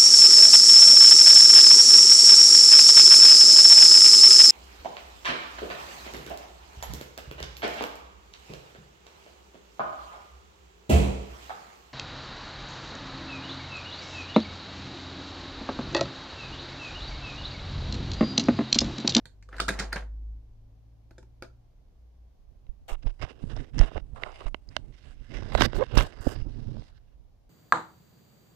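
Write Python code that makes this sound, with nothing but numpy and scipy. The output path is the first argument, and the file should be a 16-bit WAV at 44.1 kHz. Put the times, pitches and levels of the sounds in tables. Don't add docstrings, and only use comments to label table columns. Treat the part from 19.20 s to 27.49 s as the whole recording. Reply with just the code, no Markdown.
import sys
import numpy as np
from scipy import signal
from scipy.io import wavfile

SR = 44100
rng = np.random.default_rng(int(sys.argv[2]) if len(sys.argv) > 2 else 0)


def master(y):
    cut = np.clip(np.atleast_2d(y).T, -1, 1)
    pcm = np.round(cut * 32767)
    wavfile.write(sys.argv[1], SR, pcm.astype(np.int16))


def attenuation_scalar(level_db):
    decades = np.asarray(level_db, float) / 20
    return 10 ** decades


N = 365721


def rms_one(x):
    return x / np.sqrt(np.mean(x ** 2) + 1e-20)


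def peak_one(x):
    return x / np.abs(x).max()


def add(out, start_s, x):
    at = round(start_s * SR)
    out[..., at:at + x.shape[-1]] += x[..., :N - at]


def in_time(rows, edge_db=None):
    time_s, *columns = np.transpose(rows)
    return [np.interp(np.arange(N) / SR, time_s, c, edge_db, edge_db) for c in columns]


def band(x, low_hz, high_hz, order=2):
    edges_hz = [low_hz, min(high_hz, .45 * SR)]
    return signal.sosfilt(signal.butter(order, edges_hz, "band", fs=SR, output="sos"), x)


def drift(rate_hz):
    r = np.exp(-2 * np.pi * rate_hz / SR)
    settle = SR // 4
    white = rng.standard_normal(N + settle)
    return rms_one(signal.lfilter([1], [1, -2 * r, r * r], white)[settle:])


def ring(x, hz, t60_s):
    r = attenuation_scalar(-60 / (max(t60_s, .002) * SR))
    w = 2 * np.pi * hz / SR
    return signal.lfilter([0, np.sin(w)], [1, -2 * r * np.cos(w), r * r], x + 1e-18)


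def body(x, modes, spread_db=0):
    lucky_db = spread_db * rng.standard_normal(len(modes))
    out = 0
    for k, (hz, width_hz, db) in enumerate(modes):
        t60_s = np.log(1000) / np.pi / width_hz
        out = out + (-1) ** k * attenuation_scalar(db + lucky_db[k]) * ring(x, hz, t60_s)
    return out


def grains(shape, per_s, spread_db):
    sizes = attenuation_scalar(spread_db * np.minimum(rng.exponential(1, shape), 4)) * rng.choice([-1, 1], shape)
    return sizes * (rng.random(shape) < per_s / SR)


def gestures(start_s, hold_s, db, rise_db_per_s, fall_db_per_s):
    t = np.arange(0, N / SR + .002, .001)
    start_s, hold_s = start_s[:, None], hold_s[:, None]
    away_db = np.maximum(rise_db_per_s * (start_s - t), fall_db_per_s * (t - start_s - hold_s))
    return attenuation_scalar(db[:, None] - np.clip(away_db, 0, 200))


def per_sample(slow):
    return np.interp(np.arange(N) / SR * 1000, np.arange(len(slow)), slow)


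def together(rows):
    return per_sample(np.sqrt(np.sum(rows ** 2, axis=0)))


def two_ports(right, other, left_db, alike=.7):
    alike = np.clip(alike, 0, 1)
    late = np.roll(right, 20, axis=-1)
    left = alike * late + np.sqrt(1 - alike ** 2) * other
    return 2 * np.array([left * attenuation_scalar(left_db), right]) / np.sqrt(1 + attenuation_scalar(left_db) ** 2)


# pitch_hz, level_db (per Hz)
ROOM_TONE = [(20, -8.5), (48, -5), (154, -26.5), (698, -33.5), (1370, -47.5), (5850, -50.5), (8410, -60.5),
             (15000, -52.5)]
# pitch_hz, likeness (0 to 1)
LIKENESS = [(60, 0.82), (300, 0.023), (650, 0.18), (3000, 0.018)]


def room_tone():
    out = 0
    edges_hz = 18 * 2 ** np.arange(0, 10.5, .5)
    white = rng.standard_normal((2, 2, N))
    for k, (low_hz, high_hz) in enumerate(zip(edges_hz, edges_hz[1:])):
        mid, side = band(white[k % 2], low_hz, high_hz)
        at = np.log(low_hz * high_hz) / 2
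        level_db, alike = (np.interp(at, np.log(np.array(p)[:, 0]), np.array(p)[:, 1])
                           for p in (ROOM_TONE, LIKENESS))
        alike = np.clip(alike, -1, 1)
        out = out + attenuation_scalar(level_db) * (np.sqrt(1 + alike) * mid + np.sqrt(1 - alike) * side * [[1], [-1]])
    return attenuation_scalar(-56) * rms_one(out)


# time_s, firing_hz
ENGINE = [
    (0.0, 48.96),
    (1.1, 53.24),
    (2.2, 57.53),
    (3.4, 60.16),
]
# start_s, hold_s, level_db
FIRING_BOOMS = [
    (0.0, 0.15, -51.5),
    (.42, 0.7, -34.5),
    (1.45, 0.844, -52.5),
    (2.82, 0.23, -50),
]
# start_s, hold_s, level_db
SECOND_BOOMS = [
    (0.0, 1.6, -59.5),
    (1.17, 1.233, -57.5),
]
# start_s, hold_s, level_db
HALF_BOOMS = [
    (.95, 0.53, -50.5),
    (2.2, 0.54, -57),
]


def engine():
    firing_hz, = in_time(ENGINE)
    firing, second, half = (together(gestures(*np.transpose(booms), 92.5, 92.5))
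                            for booms in (FIRING_BOOMS, SECOND_BOOMS, HALF_BOOMS))
    turn = 2 * np.pi * np.cumsum(firing_hz * (1 + 0.0012 * drift(11.0))) / SR
    leaving = np.interp(np.arange(N) / SR, [3.2, 3.45], [1, 0])
    white = rng.standard_normal(N)
    out = attenuation_scalar(-67.0) * rms_one(band(white, 35, 140.0))
    out = out + attenuation_scalar(-31.5) * firing * rms_one(band(white, 200, 300))
    for order, gain in [(1, firing), (2, second), (.5, half), (4, second / 10), (5, second / 10)]:
        out = out + np.sqrt(2) * gain * attenuation_scalar(0.5 * drift(12.0)) * np.sin(order * turn)
    return leaving * out


# pitch_hz, level_db
SHELL = [(2300, -6), (2850, -5.5), (3600, -1), (4150, 1.5), (4600, 0), (5600, -2), (6500, 1.5),
         (7150, -0.5), (8400, -4.5), (9500, -4.5), (11000, -8), (13000, -14)]


def shell(contact):
    detune = attenuation_scalar(.25 * rng.standard_normal(len(SHELL)))
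    mix = attenuation_scalar(2.5 * rng.standard_normal((len(SHELL), 2, 1)))
    mix[:, 1] *= np.sign(np.roll(detune, 1) - 1)[:, None]
    return sum((-1) ** k * attenuation_scalar(db) * mix[k] * ring(contact, hz * detune[k], 13.0 / hz)
               for k, (hz, db) in enumerate(SHELL))


def cassette_hit(below, hz, bright_db, low_db):
    t = np.arange(SR // 7) / SR
    force = (1 - np.exp(-(t + 0.00011) / 0.00062)) * (np.exp(-t / 0.003) + 0.07 * np.exp(-t / 0.025))
    contact = grains(len(t), 3500, 3.5) * force
    contact[12] = 1.3
    main = ring(contact, hz, 0.016)
    main = main + 0.9 * ring(contact, 1.17 * hz, .01) - .6 * ring(contact, .88 * hz, 0.01)
    strength, detune = attenuation_scalar([[2.5], [.25]] * rng.standard_normal((2, len(below))))
    low = sum(g * ring(contact, f * d, t60_s) for g, d, (f, t60_s) in zip(strength, detune, below))
    bright = peak_one(shell(contact)) * attenuation_scalar([[0], [2.0]])
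    return peak_one(main) + attenuation_scalar(bright_db) * bright + attenuation_scalar(low_db) * peak_one(low)


# start_s, peak_db, shell_hz, bright_db, low_db (last two against the peak)
PULL = [(0.0553, -37.5, 1620, 5, -3.5), (0.2253, -49.5, 1770, 4.5, -7), (0.2885, -40.5, 1250, -9, -8.5),
        (0.3277, -33.5, 1450, -24, -13), (0.342, -35, 1481, -24.5, -14), (0.3657, -42, 1440, 3, -12),
        (0.3826, -31, 1540, -4, -14.5), (0.394, -26, 1500, -14, -19), (0.3986, -19, 1355, -44.5, -15.5),
        (0.4012, -17.5, 1420, 5, -14.5), (0.41, -38.5, 1500, 4, 1), (0.418, -30, 1330, 2.5, 4.5),
        (0.4817, -17, 1390, 0, -12.5), (0.4862, -17, 1770, -7, -11.5), (0.4885, -15, 1660, -1.5, -15.5),
        (0.4945, -28.5, 1780, -14, 3.5), (0.5035, -24, 1500, -5, 1), (0.5108, -37, 1600, -22.5, -5),
        (0.5328, -35.5, 1700, 2, -14.5), (0.539, -35.5, 1920, 1.5, -9.5), (0.5847, -35, 1790, -19.5, -21),
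        (0.5897, -24, 1440, 3, -8), (0.5955, -20, 1660, 4.5, -9), (0.6, -26, 1880, 2, -2.5),
        (0.606, -19.5, 1470, -15, -29), (0.624, -37.5, 1580, 1.5, -11), (0.723, -25.5, 1600, -21, -21.5),
        (0.7274, -17.5, 1564, -2.5, -23), (0.733, -31, 1670, -7, -5), (0.7593, -24, 1620, -3.5, -6),
        (0.7655, -24.5, 1750, -9, -9.5), (0.782, -44, 1600, -12, 5), (0.8021, -49, 1800, -25, 7.5),
        (0.822, -41.5, 1600, -29.5, 2)]
# start_s, peak_db, shell_hz, bright_db, low_db
LAY = [
    (1.9084, -50, 1450, 0.5, 7.5),
    (1.9126, -55, 1570, -6.5, -13),
    (1.9812, -44, 1500, 3, 2),
    (2.0278, -56, 1420, 2, 12),
]
# start_s, peak_db, shell_hz, bright_db, low_db
DROP = [
    (2.2232, -32, 1350, 1, 1.7),
    (2.243, -49, 1329, -11, 7.6),
]
# pitch_hz, t60_s
DRAWER = [(150, .04), (205, .1), (300, .06), (400, .05), (500, .045), (650, .04), (950, .025)]
# pitch_hz, t60_s
TABLE_TOP = [(280, 0.03), (345, .07), (385, .1), (520, 0.06), (625, .04), (870, .03)]
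# pitch_hz, t60_s
FLAT = [(385, .09), (520, .05), (625, .07), (870, .05), (1000, .05), (1430, .07), (2270, .045)]
# time_s, level_db
SLIDE = [
    (.31, -60),
    (.34, -45),
    (.47, -59),
    (.5, -42),
    (.58, -46),
    (.62, -38),
    (.71, -55.5),
    (.77, -34.5),
    (.9, -81),
]


def cassette():
    out = np.zeros((2, N))
    for hits, below in (PULL, DRAWER), (LAY, TABLE_TOP), (DROP, FLAT):
        for start_s, peak_db, *colour in hits:
            add(out, start_s, attenuation_scalar(peak_db) * cassette_hit(below, *colour))
    grit = grains((2, SR), 3000, 2.7) * attenuation_scalar(1.3 * drift(40.0))[:SR]
    guides = [(1400, 0.004), (1620, 0.0068), (1880, 0.002)]  # Hz, t60 s
    tone = sum(ring(grit[0] + 0.28 * grit, hz, t60_s) for hz, t60_s in guides)
    tone = tone + 54.0 * band(grit[0], 240, 1000)
    level = attenuation_scalar(in_time(SLIDE, -140)[0][:SR])
    add(out, 0, level * rms_one(tone + attenuation_scalar(-6.5) * shell(grit[1])))
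    return out


def room(x):
    t, t60_s = np.arange(SR // 2) / SR, 0.24
    white = rng.standard_normal((2, len(t))) * (t > .004)
    tail = band(white, 210, 1900) * attenuation_scalar(-60 * t / t60_s)
    tail = tail + 1.08 * band(white, 1500, 10000) * attenuation_scalar(-75 * t / t60_s)
    return signal.fftconvolve(x, tail / np.sqrt(np.sum(tail ** 2) / 2), axes=1)[:, :N]


# start_s, hold_s, level_db
GRIP = [(3.237, 0.14, -52.5), (3.314, 4.83, -54), (3.458, 0.0075, -45), (3.712, 0.013, -40),
        (3.856, 0.0047, -32.5), (4.032, .01, -34.5), (4.242, 0.17, -31.5), (4.578, 0.032, -24),
        (4.758, 0.017, -33), (4.846, 0.24, -43), (5.191, 0.18, -42), (5.485, 0.25, -40), (5.852, 0.19, -44),
        (6.117, 0.38, -32.5), (6.387, 0.064, -22.5), (6.571, 0.016, -24), (6.744, 0.077, -25.5),
        (7.006, 0.3, -35.5), (7.362, 0.24, -33), (7.652, 0.11, -80), (7.997, .02, -57.5)]
# start_s, peak_db, swing_hz, t60_s
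PUSH = [(3.491, -28, 29.1, 0.097), (3.72, -22.5, 24, 0.24), (3.859, -16.5, 32.3, 0.19),
        (4.239, -22.5, 157, 0.032), (4.599, -8, 70, 0.037), (4.607, -4.5, 33, 0.11), (5.257, -22, 31, 0.19),
        (6.35, -14, 45.4, 0.055), (6.574, -34.5, 28.4, 0.13), (6.773, -5, 43, 0.12),
        (7.071, -13.5, 43.1, 0.028), (7.22, -21, 38.2, 0.055)]
PUSH_SIGN = [1, 1, 1, 1, -1, 1, 1, 1, 1, 1, 1, 1]


def grip():
    white = rng.standard_normal((2, N))
    press = together(gestures(*np.transpose(GRIP), 284.5, 256))
    hard = np.clip(press / attenuation_scalar(-35.0), .15, 1)
    quick = .75 * rms_one(band(white, 58, 120)) + .2 * rms_one(band(white, 140, 240))
    lumps = rms_one(band(white, 22, 60)) + hard * quick
    right, other = press * attenuation_scalar(3.0 * drift(15.0) - 2.5) * lumps
    t = np.arange(SR // 4) / SR
    for (start_s, peak_db, hz, t60_s), sign in zip(PUSH, PUSH_SIGN):
        swing = np.sin(2 * np.pi * hz * t) * attenuation_scalar(-60 * t / t60_s)
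        add(right, start_s, sign * attenuation_scalar(peak_db) * peak_one(swing))
    return two_ports(right, other, -33.5, alike=0.35)


# start_s, peak_db, bright_db, low_db (last two against the peak)
TICK = [(3.87, -36, -31, 1.5), (4.028, -38, 3, -35), (4.3653, -41, 2.5, 7.5), (4.582, -34, 3, -21),
        (4.591, -25, 2.5, 0), (4.612, -15.5, -13, 0), (4.7174, -48.5, -23, 15.5), (5.119, -56, 9, -20),
        (5.2666, -37.5, -11, 5.5), (6.5642, -32, -14.5, 0.5), (7.068, -48.5, -17, 18),
        (4.778, -31, -47, 5.5), (5.035, -16, -59, -16), (5.3446, -19.5, -54, -5), (5.5656, -13, -7, -9),
        (6.2238, -42.5, -15.5, 13.5), (6.35, -15.5, -21.5, 5), (6.3837, -29.5, -31.5, 8.5),
        (6.4086, -13.5, -29.5, 6.5), (6.4201, -2.5, -13.5, -10.5), (6.5316, -27, -30, 2),
        (6.6977, -46, -17, -7.5), (6.773, -21.5, -4, 14), (6.777, -22, 16.5, -23.5)]
# start_s, peak_db, bright_db, low_db
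TICK_LEFT_HAND = [
    (3.467, -57.5, -24, 4),
    (3.6854, -49, -23, -4),
    (3.829, -50, -3, -13.5),
    (5.2433, -66, -30, 27),
    (5.489, -59, 18, -11),
    (6.8081, -19.5, -10, 4),
    (7.568, -67.5, -18, 29),
    (7.6209, -49, -30, 7),
]
# pitch_hz, width_hz, level_db
CASE = [(1004, 260, 0.5), (1596, 300, 6.5), (2074, 210, 1.5), (2800, 330, 4), (3850, 330, -3)]
# pitch_hz, width_hz, level_db
CASE_TOP = [(4480, 850, -3), (4954, 310, 0), (5930, 1200, 5), (8000, 170, -20.5), (8100, 1800, -7.5)]
# pitch_hz, width_hz, level_db
CASE_LOW = [(300, 860, 10.5), (620, 170, -1), (800, 750, -8)]


def ticks():
    out, t = np.zeros((2, N)), np.arange(SR // 20) / SR
    for table, left_db in (TICK, -40.5), (TICK_LEFT_HAND, -7):
        for start_s, peak_db, bright_db, low_db in table:
            contact = .6 * grains(len(t), 6000, 3.0) * np.exp(-t / .001)
            contact[0] = -1.5
            contact = band(contact, 60, 6500, order=3)
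            crack = peak_one(body(contact, CASE, 1.5) + attenuation_scalar(14.0) * band(contact, 800, 4000))
            crack += attenuation_scalar(bright_db) * peak_one(body(contact, CASE_TOP, 2.5))
            box = peak_one(body(contact, CASE_LOW, 2.5))
            right = np.pad(crack + attenuation_scalar(low_db) * box, (0, 40))
            left = np.pad(crack + .8 * peak_one(ring(contact, 660, .016)), (20, 20))
            add(out, start_s, attenuation_scalar(peak_db) * two_ports(right, left, left_db, alike=0))
    return out


# start_s, length_s, rub_db, pitch_hz, scrape_db (against the rub)
SLIDES = [(6.402, 0.065, -13, 340, -7), (3.692, .025, -38, 600, -8), (3.716, .042, -30, 760, -16.5),
          (3.866, .018, -36.5, 450, -10.5), (3.75, 4.2, -72, 300, -2), (5.728, 1.185, -57, 300, -3),
          (7.68, .11, -65, 240, -2), (3.83, .012, -46, 500, -6), (3.893, .024, -40.5, 450, -9.5),
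          (4.045, .08, -43, 470, -8.5), (4.078, 0.43, -43, 360, -17.5), (4.198, 0.048, -46.5, 450, -12),
          (4.302, 0.041, -37.5, 480, -8.5), (4.364, 0.048, -37.5, 490, -9), (4.411, 0.05, -46, 480, -8),
          (4.752, 0.028, -43.5, 560, -8.5), (4.539, 0.27, -43.5, 424, -8), (4.765, 0.022, -24, 570, -24),
          (4.964, 0.17, -32.5, 766, -19.5), (5.121, 0.17, -50.5, 470, -1.5), (5.267, 0.02, -29.5, 620, -13),
          (5.18, 0.019, -43, 700, -15), (5.21, 0.018, -32.5, 720, -15), (5.25, 0.011, -49, 650, -20),
          (4.713, 0.011, -35, 516, -27), (4.63, .065, -33, 620, -16.5), (6.774, 0.022, -12.5, 550, -8.5),
          (6.815, 0.048, -30, 550, -7.5), (5.51, 0.067, -58.5, 613, 4), (5.847, 0.092, -52, 477, -4.5),
          (6.111, 0.22, -32.5, 377, -13), (6.142, 0.043, -37, 446, -2.5), (6.464, 0.76, -39.5, 402, -9.5),
          (6.551, 0.041, -23, 337, -16.5), (6.591, 0.052, -22.5, 558, -19.5), (6.717, 0.1, -24, 400, -19),
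          (7.019, 0.15, -33, 450, -11), (7.071, 0.0095, -8.5, 287, -51), (7.166, .53, -57.5, 227, -3.5),
          (7.463, 0.14, -35.5, 195, -36)]
# start_s, length_s, rub_db, pitch_hz, scrape_db (against the rub)
RASPS = [
    (4, 0.02, -43, 580, -4),
    (4.021, 0.013, -25.5, 675, -8.5),
    (4.59, 0.03, -28, 556, -5.5),
    (5.57, 0.011, -51.5, 326, -43),
    (6.326, 0.069, -26.5, 702, -8.5),
    (6.353, 0.005, -25.5, 377.6, -17),
    (6.381, 0.03, -20.5, 510, -7),
    (5.075, 0.008, -42, 704, -11.5),
    (6.755, 0.031, -32, 446, -4.5),
    (6.789, 0.017, -19.5, 513, -7.5),
]
# start_s, length_s, hiss_db, other_hand_db
SWEEPS = [(3.687, 0.06, -51.5, -35), (3.769, 3.1, -79, -66.5), (4.215, 0.22, -68, -58),
          (4.548, .14, -63.5, -44.5), (4.952, 0.3, -68, -45.5), (5.273, 0.021, -62.5, -51),
          (5.496, 0.067, -70, -52), (5.85, 0.1, -68, -58.5), (6.338, 0.035, -51, -71.5),
          (6.557, 0.034, -48.5, -74.5), (6.756, 0.083, -48, -65), (6.831, 0.047, -54, -33),
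          (6.876, 0.035, -62, -52), (7.014, 0.14, -51, -47.5), (7.165, 0.55, -77.5, -55.5)]


def skin():
    touch_db_per_s, stop_db_per_s, lead_s = 4001, 4003.5, 0.0041
    rubs, scrapes = [], []
    for table, rub_fall, scrape_fall in (SLIDES, stop_db_per_s, stop_db_per_s), (RASPS, 272.5, 399.5):
        start_s, hold_s, rub_db, _, scrape_db = np.transpose(table)
        rubs.append(gestures(start_s - lead_s, hold_s, rub_db, touch_db_per_s, rub_fall))
        scrapes.append(gestures(start_s - lead_s, hold_s, rub_db + scrape_db, touch_db_per_s, scrape_fall))
    rubs, scrape = np.vstack(rubs), together(np.vstack(scrapes))
    stroke_hz = np.vstack([SLIDES, RASPS])[:, 3]
    pitch_hz = per_sample(stroke_hz @ rubs ** 2 / np.sum(rubs ** 2, axis=0))
    start_s, hold_s, *levels_db = np.transpose(SWEEPS)
    hiss, left = (together(gestures(start_s - lead_s, hold_s, db, touch_db_per_s, stop_db_per_s))
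                  for db in levels_db)
    hiss = np.hypot(hiss, attenuation_scalar(-23.5) * scrape)
    return together(rubs), scrape, hiss, left, pitch_hz


def hand_hollow(contact, pitch_hz):
    modes_hz = np.geomspace(140, 1300, 9)
    weights = [attenuation_scalar(-6.5 * np.log2(hz / pitch_hz) ** 2) for hz in modes_hz]
    rings = [rms_one(ring(contact, hz, 5.91 / hz)) * (-1) ** k for k, hz in enumerate(modes_hz)]
    return sum(w * r for w, r in zip(weights, rings)) / np.sqrt(sum(w ** 2 for w in weights))


def shifting_body(x, modes):
    return sum((-1) ** k * attenuation_scalar(2.5 * drift(4.0)) * body(x, [mode]) for k, mode in enumerate(modes))


def through_case(right):
    late = np.roll(right, 20)
    return attenuation_scalar(-19.5) * ring(late, 590, 0.0092) * 0.011 + attenuation_scalar(-49.5) * band(late, 900, 9000)


def rub():
    hollow, scrape, hiss, left, pitch_hz = skin()
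    left = np.sqrt(np.maximum(left ** 2 - attenuation_scalar(-76.5) ** 2, 0))
    patchy = attenuation_scalar(2.2 * drift(50.0) + 1.2 * drift(10.0))
    coarse = grains(N, 1500, 4.0) * patchy
    fine = grains((2, N), 3500, 3.6) * patchy
    case = rms_one(band(shifting_body(fine, CASE), 650, 4400))
    top = rms_one(band(shifting_body(fine, CASE_TOP), 2500, 4500))
    light = np.clip(.5 * (300 / pitch_hz) ** 1.2, .1, .9)
    right = hollow * hand_hollow(coarse, pitch_hz)
    right = right + scrape * (np.sqrt(1 - light ** 2) * case[0] + light * top[0])
    airy = (hiss / attenuation_scalar(-47.0)) ** 0.79 * band(fine[0], 8700, 15000)
    right = right + hiss * rms_one(band(fine[0], 6800, 10000) + airy)
    own = 0.33 * case[1] + 0.44 * top[1]
    own = own + 1.3 * rms_one(band(fine[1], 530, 850)) + 0.071 * rms_one(band(fine[1], 6500, 13000))
    return np.array([through_case(right) + attenuation_scalar(-11.0) * left * own, right])


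# time_s, slips_hz, level_db
SQUEAK = [
    (6.575, 302, -32),
    (6.6, 406, -29),
    (6.627, 520, -13.5),
    (6.64, 480, -45),
    (6.649, 460, -58),
]


def squeak():
    slips_hz, level_db = in_time(SQUEAK)[0], in_time(SQUEAK, -140)[1]
    turn = 2 * np.pi * np.cumsum(slips_hz * (1 + .07 * drift(90.0))) / SR
    stack = np.sin(turn)
    for k in range(2, 5):
        stack = stack + k ** -2.6 * attenuation_scalar(4.0 * drift(150.0)) * np.sin(k * turn)
    out = attenuation_scalar(level_db + 2.7 * drift(120.0)) * stack
    return two_ports(out, out, -46, alike=0.48)


def scene():
    steady = room_tone() + engine() + grip() + squeak()
    hand = ticks() + rub()
    table = cassette()
    return table + attenuation_scalar(-8.5) * room(table) + attenuation_scalar(-37.0) * room(hand[[1, 1]]) + hand + steady


def top_cut(x):
    return signal.sosfilt(signal.butter(12, 15900, fs=SR, output="sos"), x)


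def record(dry):
    heard = signal.sosfilt(signal.butter(1, 10000, fs=SR, output="sos"), dry)
    heard = signal.sosfilt(signal.cheby2(14, 60, 16300, fs=SR, output="sos"), heard)
    return top_cut(np.tanh(heard * 0.82) / 1.135)


dry = scene()
out = record(dry)
master(out)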